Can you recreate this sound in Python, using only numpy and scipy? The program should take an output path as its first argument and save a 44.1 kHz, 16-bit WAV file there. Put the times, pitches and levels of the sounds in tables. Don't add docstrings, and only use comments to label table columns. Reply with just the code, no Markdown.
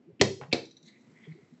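import sys
import numpy as np
from scipy import signal
from scipy.fft import rfft, irfft
from scipy.io import wavfile
from scipy.ndimage import uniform_filter1d

SR = 44100
rng = np.random.default_rng(int(sys.argv[2]) if len(sys.argv) > 2 else 0)


def wav_out(sig):
    wavfile.write(sys.argv[1], SR, np.round(np.clip(np.atleast_2d(sig).T, -1, 1) * 32767).astype(np.int16))


N = 70560

# frequency in Hz, relative level in dB.
AIR_SPECTRUM = [(25, -23.5), (60, -17.5), (120, -3), (240, 4.5), (400, -3), (600, -12), (1200, -22.5),
                (2200, -23), (4500, -33.5), (7800, -39)]
# start in seconds, length in seconds, pitch in Hz, level in dB.
CASE_BUMPS = [(-.01, 0.039, 254, -58.5), (0.064, .04, 341.3, -50), (0.083, .04, 413, -51),
              (.095, .03, 539, -62), (.07, .05, 170.2, -51.5), (.12, 0.019, 122.7, -51),
              (0.199, .02, 284, -24.5), (0.397, 0.014, 438, -40.5), (.476, 0.044, 159.4, -44.5),
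              (.815, 0.049, 166.5, -58.5), (0.863, 0.029, 219.4, -52.5), (0.981, 0.052, 237, -61.5),
              (1.058, 0.031, 225, -55.5), (1.075, 0.026, 138.4, -57), (1.116, 0.036, 172.3, -56.5),
              (1.197, 0.063, 223.3, -56), (1.266, 0.017, 415, -47), (1.346, 0.0233, 346, -49),
              (1.377, 0.029, 408, -52), (1.425, 0.016, 160, -51), (1.513, 0.03, 157.7, -54),
              (1.522, 0.024, 238.6, -48)]
# start in seconds, length in seconds, final level in dB.
LATCH_SCRAPES = [(.195, 0.013, -41), (0.514, .015, -43)]
# start in seconds, level in dB.
RELEASE_HITS = [(.2123, 18.5), (.2141, 17.5), (.2152, 3), (.2195, 6), (.2222, 2)]
CATCH_HITS = [(.5275, 10), (.5306, 10.5), (.5333, 6.5)]
SHELL_HITS = [(.2135, 7), (.533, 6.5)]
THUD_HITS = [(.4136, 2.5), (.428, -10.5), (.436, -2)]
# frequency in Hz, gain in dB.
RELEASE_SPECTRUM = [(30, -46.5), (60, -29), (105, 0), (200, 3), (420, 5.5), (660, 7), (1100, -4),
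                    (1550, -13.5), (1950, -1), (2250, -1), (2800, -8), (4400, 1), (6200, -7.5),
                    (7800, -13.5)]
CATCH_SPECTRUM = [(30, -51), (110, -31), (260, -3), (540, 5), (800, -3.5), (1100, -26.5), (1700, -14),
                  (2300, 3.5), (3100, -5), (4400, 0), (5800, -15), (7600, -21.5)]
SHELL_SPECTRUM = [(30, -49), (110, -14.5), (270, 1.5), (400, 4.5), (540, 4), (850, -0.5), (1150, -9),
                  (1600, -6.5), (2200, -4.5), (3200, -9), (4600, -4), (6000, -14), (7600, -20.5)]
THUD_SPECTRUM = [(30, -51.5), (120, 4), (270, -8.5), (450, -1), (850, -1.5), (1200, -8.5), (2000, -11.5),
                 (3200, -22.5), (5000, -40), (8000, -57)]
# frequency in Hz, T60 in seconds, level in dB at release, then at catch.
CASE_MODES = [(105.54, 0.31, -25, -47.5), (136.8, 0.3, -29, -42.5), (188.2, 0.21, -24.5, -47.5),
              (211, 0.26, -28.5, -49.5), (262, .15, -28, -28.5), (336, .18, -23, -24.5),
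              (381.5, .31, -22, -48.5), (393, .1, -13, -27), (459.6, 0.22, -28, -34.5),
              (478, 0.24, -39, -36.5), (562, 0.12, -28.5, -30.5), (627, .13, -26.5, -35),
              (702.5, .14, -42, -34), (798, 0.18, -39.5, -41.5)]
# start in seconds, level in dB.
TUBE_TICKS = [(.6517, -5), (.7086, -9.5), (.7665, -8), (.8278, -13), (.8607, -17), (1.0074, -26.5)]
# frequency in Hz, half-bandwidth per filter stage in Hz, gain in dB.
TUBE_MODES = [(2030, 480, -24), (3926, 185, -2.5), (5870, 220, -9), (7020, 172, -21)]
# frequency in Hz, bandwidth per filter stage in Hz.
SLIDE_RESONANCES = [(2050, 390), (3230, 400), (4000, 720), (6300, 1900)]
# time in seconds, level in dB.
LOW_LEVELS = [(.82, -101), (.888, -60), (.912, -71.5), (.965, -64.5), (1.002, -78.5), (1.15, -75),
              (1.173, -58), (1.19, -68.5), (1.254, -58), (1.264, -67.5), (1.323, -61), (1.35, -74.5),
              (1.43, -71), (1.6, -86)]
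MID_LEVELS = [(1.12, -87), (1.23, -75), (1.25, -62.5), (1.3, -76), (1.401, -91)]
HIGH_LEVELS = [(0.821, -82), (0.883, -57.5), (.91, -68), (.935, -71.5), (.96, -78.5), (1.249, -95.5),
               (1.33, -72.5), (1.42, -86.5)]
RASP_LEVELS = [(0.819, -81), (.875, -66.5), (.895, -69), (.92, -89), (1.02, -79.5), (1.05, -102)]
RUB_LEVELS = [(.7, -101), (.88, -74), (.98, -75.5), (1.1, -68.5), (1.23, -68), (1.38, -71.5), (1.6, -73)]
# frequency in Hz, relative level in dB.
RUB_SPECTRUM = [(100, -16), (300, 5), (700, 0), (1300, -1.5), (3000, -10), (5500, -10.5), (6800, -11.5),
                (7600, -11)]
# start in seconds, length in seconds, pitch in Hz, level in dB.
JUDDERS = [(1.275, 0.051, 158, -41.5)]
# frequency in Hz, T60 in seconds, level in dB against the direct sound.
ROOM_BANDS = [(101, 0.36, -12.5), (298, 0.34, -7), (700, .22, -8), (1800, 0.24, -12), (4500, 0.38, -12),
              (7300, 0.41, -10)]


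def amp(db):
    return 10 ** (np.asarray(db) / 20)


def unit(x):
    return x / np.sqrt(np.mean(x ** 2))


def since(start):
    return np.maximum(np.arange(N) / SR - start, 0)


def fade(t, t60):
    return np.exp(-np.log(1000) * t / t60)


def envelope(points):
    times, db = np.array(points).T
    return amp(np.interp(since(0), times, db)) * (since(0) >= times[0])


def convolve(x, response):
    return signal.fftconvolve(x, response)[:N]


def colour(x, spectrum):
    size = 8192
    hz, db = np.array(spectrum).T
    log_hz = np.log(np.arange(size // 2 + 1) * SR / size + 1)
    cepstrum = irfft(np.log(amp(np.interp(log_hz, np.log(hz), db))))
    cepstrum[1:size // 2] *= 2
    cepstrum[size // 2 + 1:] = 0
    return convolve(x, irfft(np.exp(rfft(cepstrum))))


def resonate(x, hz, width_hz):
    b, a = signal.iirpeak(hz, hz / width_hz, fs=SR)
    return signal.lfilter(b, a, signal.lfilter(b, a, x))


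def air(level_db=-63.5):
    return amp(level_db) * unit(colour(rng.standard_normal(N), AIR_SPECTRUM))


def bumps():
    out = 0
    for start, length, hz, db in CASE_BUMPS:
        t = since(start)
        swell = np.sin(np.pi * np.minimum(t / length, 1))
        out += amp(db) * swell * np.sin(2 * np.pi * hz * t)
    return out


def friction(roughness=.2, grain_samples=128):
    strength = np.repeat(rng.standard_normal(N // grain_samples + 1), grain_samples)[:N]
    strength = uniform_filter1d(strength, size=grain_samples)
    return unit(rng.standard_normal(N) * np.exp(roughness * strength))


def scrapes():
    load = sum(amp(db) * np.sqrt(since(start) / length) * (since(start) < length)
               for start, length, db in LATCH_SCRAPES)
    return load * unit(resonate(friction(), hz=2500, width_hz=1200))


def impacts(hits, t60, rattle_share):
    out = np.zeros(N)
    for start, db in hits:
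        hit = rng.standard_normal(N) * fade(since(0), t60)
        hit *= np.sqrt(rattle_share / np.sum(hit ** 2))
        hit[0] -= np.sqrt(1 - rattle_share)
        onset = int(start * SR)
        out[onset:] += amp(db) * hit[:N - onset]
    return out


def clacks():
    return sum(colour(impacts(hits, t60=.021, rattle_share=.71), spectrum)
               for hits, spectrum in [(RELEASE_HITS, RELEASE_SPECTRUM), (CATCH_HITS, CATCH_SPECTRUM)])


def case_ring(release_s=.2128, catch_s=.5328):
    out = 0
    for hz, t60, *levels in CASE_MODES:
        for start, db in zip((release_s, catch_s), levels):
            t = since(start)
            out -= amp(db) * np.sin(2 * np.pi * hz * t) * fade(t, t60)
    return out


def shell_ring():
    return colour(impacts(SHELL_HITS, t60=.25, rattle_share=.99), SHELL_SPECTRUM)


def thud():
    return colour(impacts(THUD_HITS, t60=.11, rattle_share=.65), THUD_SPECTRUM)


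def ticks():
    contacts = impacts(TUBE_TICKS, t60=.068, rattle_share=1)
    return sum(amp(db) * resonate(contacts, hz, 2 * half_width) for hz, half_width, db in TUBE_MODES)


def slide():
    rub, out = friction(), 0
    for (hz, width), levels in zip(SLIDE_RESONANCES, (LOW_LEVELS, MID_LEVELS, HIGH_LEVELS, RASP_LEVELS)):
        out += envelope(levels) * unit(resonate(rub, hz, width))
    return out + envelope(RUB_LEVELS) * unit(colour(friction(), RUB_SPECTRUM))


def groan(edge_s=.0028, overtone_db=-17.5):
    out = 0
    for start, length, hz, db in JUDDERS:
        t = since(start)
        gate = np.clip(np.minimum(t, length - t) / edge_s, 0, 1)
        phase = 2 * np.pi * hz * t
        out += amp(db) * gate * (np.sin(phase) + amp(overtone_db) * np.sin(2 * phase))
    return out


def room(x, delay_s=.0013, build_s=.0034):
    t, response = since(delay_s), 0
    noise = rfft(rng.standard_normal(N))
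    log_hz = np.log(np.arange(N // 2 + 1) * SR / N + 1)
    log_centres = np.log(np.array(ROOM_BANDS)[:, 0])
    for weights, (_, t60, db) in zip(np.eye(len(ROOM_BANDS)), ROOM_BANDS):
        band = irfft(noise * np.interp(log_hz, log_centres, weights), N)
        shape = (1 - np.exp(-t / build_s)) * fade(t, t60)
        response += amp(db) * band * shape / np.sqrt(np.sum(shape ** 2))
    return convolve(x, response)


def scene(case_send_db=-1.5):
    handle = clacks() + thud() + scrapes() + ticks() + slide()
    case = bumps() + case_ring() + groan()
    direct = air() + handle + case + shell_ring()
    return (direct + room(handle + amp(case_send_db) * case))[None]


def record(dry, bass_hz=87, top_hz=7900, ceiling=.58):
    lowpass = signal.ellip(10, .2, 70, top_hz, fs=SR, output="sos")
    highpass = signal.butter(4, bass_hz, "high", fs=SR, output="sos")
    rounded = ceiling * np.tanh(signal.sosfilt(lowpass, dry) / ceiling)
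    return signal.sosfilt(lowpass, signal.sosfilt(highpass, rounded))


dry = scene()
out = record(dry)
wav_out(out)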